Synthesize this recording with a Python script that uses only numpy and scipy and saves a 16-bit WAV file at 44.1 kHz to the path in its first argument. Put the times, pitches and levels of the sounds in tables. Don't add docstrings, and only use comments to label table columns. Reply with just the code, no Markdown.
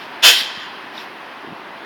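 import sys
import numpy as np
from scipy import signal
from scipy.fft import rfft, irfft
from scipy.io import wavfile
from scipy.ndimage import uniform_filter1d

SR = 44100
rng = np.random.default_rng(int(sys.argv[2]) if len(sys.argv) > 2 else 0)


def master(y):
    cut = np.clip(np.atleast_2d(y).T, -1, 1)
    pcm = np.round(cut * 32767)
    wavfile.write(sys.argv[1], SR, pcm.astype(np.int16))


N = 81585
OPEN_S, SHUT_S, RISE_S = 0.2198, 0.29, 0.022


def amp(db):
    return 10 ** (np.asarray(db) / 20)


def unit(x):
    return x / np.sqrt(np.mean(x ** 2) + 1e-20)


def clock():
    return np.arange(N) / SR


def lookup(points, hz):
    f, value = np.transpose(points)
    return np.interp(np.log(hz + 1), np.log(f + 1), value)


def filtered(x, gain):
    return irfft(rfft(x, 2 * N) * gain(np.fft.rfftfreq(2 * N, 1 / SR)))[:N]


def coloured(x, points):
    return filtered(x, lambda f: amp(lookup(points, f)))


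def highpass(x, hz):
    return filtered(x, lambda f: 1 - 1 / (1 + (f / hz) ** 4))


def hum(hz, width_hz):
    return unit(filtered(rng.standard_normal(N), lambda f: 1 / (1 + (2 * (f - hz) / width_hz) ** 2)))


def whistle(hz, width_hz):
    drift = uniform_filter1d(rng.standard_normal(N), size=60) * np.sqrt(2 * np.pi * width_hz / SR)
    return np.sqrt(2) * np.cos(2 * np.pi * (hz * clock() + rng.random()) + np.cumsum(drift))


def knock(start_s, rise_s):
    age = np.maximum(clock() - start_s, 0) / rise_s
    return age * np.exp(1 - age)


def fans():
    # f/Hz, relative level/dB
    spectrum = [(25, -32), (55, -36), (100, -17.5), (155, -11), (260, -3), (370, -2.5), (480, -6.5),
                (700, -1.5), (1020, 0), (1300, -4.5), (1750, -3.5), (2200, -9), (2650, -9.5), (3050, -11.5),
                (4000, -18.5), (5000, -23), (6000, -32.5), (7700, -42.5), (9900, -36), (11500, -41),
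                (17000, -38.5)]
    # f/Hz, width/Hz, level/dB
    hums = [(382.3, 16, -55), (1023, 110, -52), (2560, 71, -63)]
    # t/s, gain/dB
    treble_lift = [(0, 3), (.2, 4), (.8, 2.5), (1.151, 2.5), (1.5, 0.5), (1.85, 1.5)]
    _, _, bins = signal.stft(rng.standard_normal(N), SR, nperseg=1024, noverlap=768)
    patches = uniform_filter1d(rng.standard_normal(bins.shape), size=10, axis=0)
    patches_db = 0.87 * unit(uniform_filter1d(patches, size=14, axis=1))
    air = signal.istft(bins * amp(patches_db), SR, nperseg=1024, noverlap=768)[1][:N]
    rush = amp(-35.5) * unit(coloured(air, spectrum))
    rush += sum(amp(db) * hum(hz, width_hz) for hz, width_hz, db in hums)
    treble = highpass(rush, hz=1430)
    return rush - treble + treble * amp(np.interp(clock(), *np.transpose(treble_lift)))


def puffs():
    # peak t/s, rise/s, fall/s, level/dB
    leaks = [(.01, .03, 0.047, -41.5), (.995, 0.037, 0.04, -37.5)]
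    # f/Hz, relative level/dB
    spectrum = [(500, -33), (2000, -3), (3300, 1), (4200, -5), (5300, -5.5), (6500, -21.5), (8500, -29),
                (13000, -20), (17000, -34)]
    t = clock()
    flow = sum(amp(db) * np.exp(-((t - peak_s) / np.where(t < peak_s, rise_s, fall_s)) ** 2 / 2)
               for peak_s, rise_s, fall_s, db in leaks)
    tick = amp(-25) * knock(start_s=0.9783, rise_s=0.0013) * whistle(hz=3600, width_hz=203)
    return flow * unit(coloured(rng.standard_normal(N), spectrum)) + tick


def valve(start_s, rise_s, fall_db_per_s):
    t = clock()
    opening = np.clip((t - start_s) / rise_s, 0, 1) ** 1.6
    return opening * amp(-fall_db_per_s * np.maximum(t - SHUT_S, 0))


def blast():
    # delay/s, gain
    reflections = [(.0023, .3), (.0047, -.32), (.0079, .3), (0.0114, -.25)]
    # f/Hz, relative level/dB
    spectrum = [(25, -53), (90, -49), (200, -20), (380, -14), (520, -8), (750, -7.5), (1150, -7.5),
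                (1600, -3), (2300, -4.5), (2650, 1.5), (3450, 3.5), (3800, -4), (5400, -1), (6150, -8),
                (6900, -5), (7800, -15.5), (9700, -11), (11000, -16), (12500, -11.5), (13300, -18.5),
                (17000, -17)]
    # f/Hz, width/Hz, level/dB
    pipe_modes = [(672, 33.9, -27.5), (952.6, 27, -29.5), (1542, 40, -25.5), (1684, 39, -29),
                  (1945, 24, -24), (2567, 15.7, -19), (2745, 26, -23), (2810, 11, -20.5), (2973, 10.4, -26),
                  (2990, 17, -24.5), (3090, 34.4, -25.5), (3128, 18.3, -14), (3263, 18, -21.5),
                  (3310, 26, -20.5), (3450, 29, -20.5), (3513, 46, -21.5), (3530, 35, -21.5),
                  (4087, 17, -23.5), (4708, 44, -27.5), (5174, 21.6, -25.5), (5215, 32, -27.5),
                  (5790, 17, -35), (6780, 86, -31)]
    noise = rng.standard_normal(N)
    noise += sum(gain * np.roll(noise, round(delay_s * SR)) for delay_s, gain in reflections)
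    jet = amp(-7.5) * unit(coloured(noise, spectrum))
    jet += sum(amp(db) * whistle(hz, width_hz) for hz, width_hz, db in pipe_modes)
    treble = highpass(jet, hz=5900)
    body = (jet - treble) * valve(OPEN_S, RISE_S, fall_db_per_s=274)
    hiss = treble * valve(OPEN_S + 0.001, rise_s=0.03, fall_db_per_s=283)
    thump_s, thump_width_s, thump_hz = 0.26, 0.0056, 55.7
    offset_s = clock() - thump_s
    thump = amp(-39) * np.exp(-(offset_s / thump_width_s) ** 2) * np.cos(2 * np.pi * thump_hz * offset_s)
    return thump + body + hiss


def afterring():
    # f/Hz, width/Hz, level/dB
    pipe_modes = [(3070, 10.6, -35), (3140, 16, -29.5), (3274, 11, -30)]
    tones = sum(amp(db) * whistle(hz, width_hz) for hz, width_hz, db in pipe_modes)
    return tones * valve(OPEN_S, RISE_S, fall_db_per_s=56)


def echo(delay_s):
    smear_t60_s, air_db_per_s_khz = 0.018, 2
    age_s = clock() - delay_s
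    smear = rng.standard_normal(N) * (age_s > 0) * amp(-60 * abs(age_s) / smear_t60_s)
    return filtered(unit(smear), lambda f: amp(-air_db_per_s_khz * delay_s * f / 1000))


def station(x):
    # delay/s, gain/dB
    paths = [(.06, -17.5), (0.191, -31), (.35, -30.5)]
    # f/Hz, gain/dB
    echo_colour = [(100, -26), (600, -6), (1300, -6), (1900, 8), (2700, -5), (3400, 5), (3900, 0),
                   (5300, -2), (6600, -9), (12000, -9), (17000, -13)]
    # f/Hz, gain/dB
    tail_colour = [(100, -23), (700, -24), (1800, -11), (2850, -14.5), (3250, -13), (3500, -17.5),
                   (4000, -14), (5400, -16), (6800, -15), (8500, -11), (16000, -16)]
    # f/Hz, T60/s
    tail_t60 = [(200, .7), (1500, 2), (3200, 1.2), (5000, 1.13), (6800, 0.59), (12000, 0.36), (17000, .25)]
    echoes = sum(amp(db) * echo(delay_s) for delay_s, db in paths)
    hz, t, bins = signal.stft(rng.standard_normal(N), SR, nperseg=256)
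    decay = amp(-60 * t / lookup(tail_t60, hz)[:, None])
    decay /= np.sqrt(np.mean(decay ** 2, axis=1, keepdims=True))
    tail_bins = bins * decay * amp(lookup(tail_colour, hz))[:, None]
    tail = signal.istft(tail_bins, SR, nperseg=256)[1][:N]
    response = (coloured(echoes, echo_colour) + tail) / np.sqrt(N)
    return signal.fftconvolve(x, response)[:N]


def bleed():
    # f/Hz, relative level/dB
    spectrum = [(100, -45), (500, -20), (900, -12), (1400, -13.5), (1900, -2), (2400, -5), (3100, 0),
                (3700, 2), (4300, 0.5), (5300, -5.5), (5800, -10.5), (6400, -25), (7500, -23.5),
                (10000, -20.5), (12500, -20), (14000, -27), (17000, -27)]
    start_s, rise_s, seat_s = 0.28, 0.038, 0.41
    sag_db_per_s, fall_db_per_s = 27.5, 330
    t = clock()
    onset = np.clip((t - start_s) / rise_s, 0, 1)
    level_db = -16.5 - sag_db_per_s * (t - start_s) - fall_db_per_s * np.maximum(t - seat_s, 0)
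    return onset * amp(level_db) * unit(coloured(rng.standard_normal(N), spectrum))


def bumps():
    # t/s, level/dB, f/Hz
    hits = [(.417, -32, 197), (.575, -30, 164), (1.446, -28, 356), (1.474, -30, 260), (1.483, -28, 290),
            (1.493, -30, 180), (1.506, -28.5, 203), (1.514, -29, 269), (1.523, -25, 177),
            (1.53, -26.5, 313)]
    knocks = sum(amp(db) * knock(start_s, rise_s=0.0017) * np.cos(2 * np.pi * hz * (clock() - start_s))
                 for start_s, db, hz in hits)
    return highpass(knocks, hz=103)


def scene():
    vented = blast() + bleed()
    return (vented + station(vented) + afterring() + puffs() + fans() + bumps())[None]


def record(dry):
    clipped = dry[0] / (1 + dry[0] ** 12) ** (1 / 12)
    overloaded = dry + highpass(clipped - dry[0], hz=170)
    lowpass = signal.firwin(511, cutoff=17150, window=("kaiser", 9), fs=SR)
    return signal.oaconvolve(overloaded, lowpass[None], "same")


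dry = scene()
out = record(dry)
master(out)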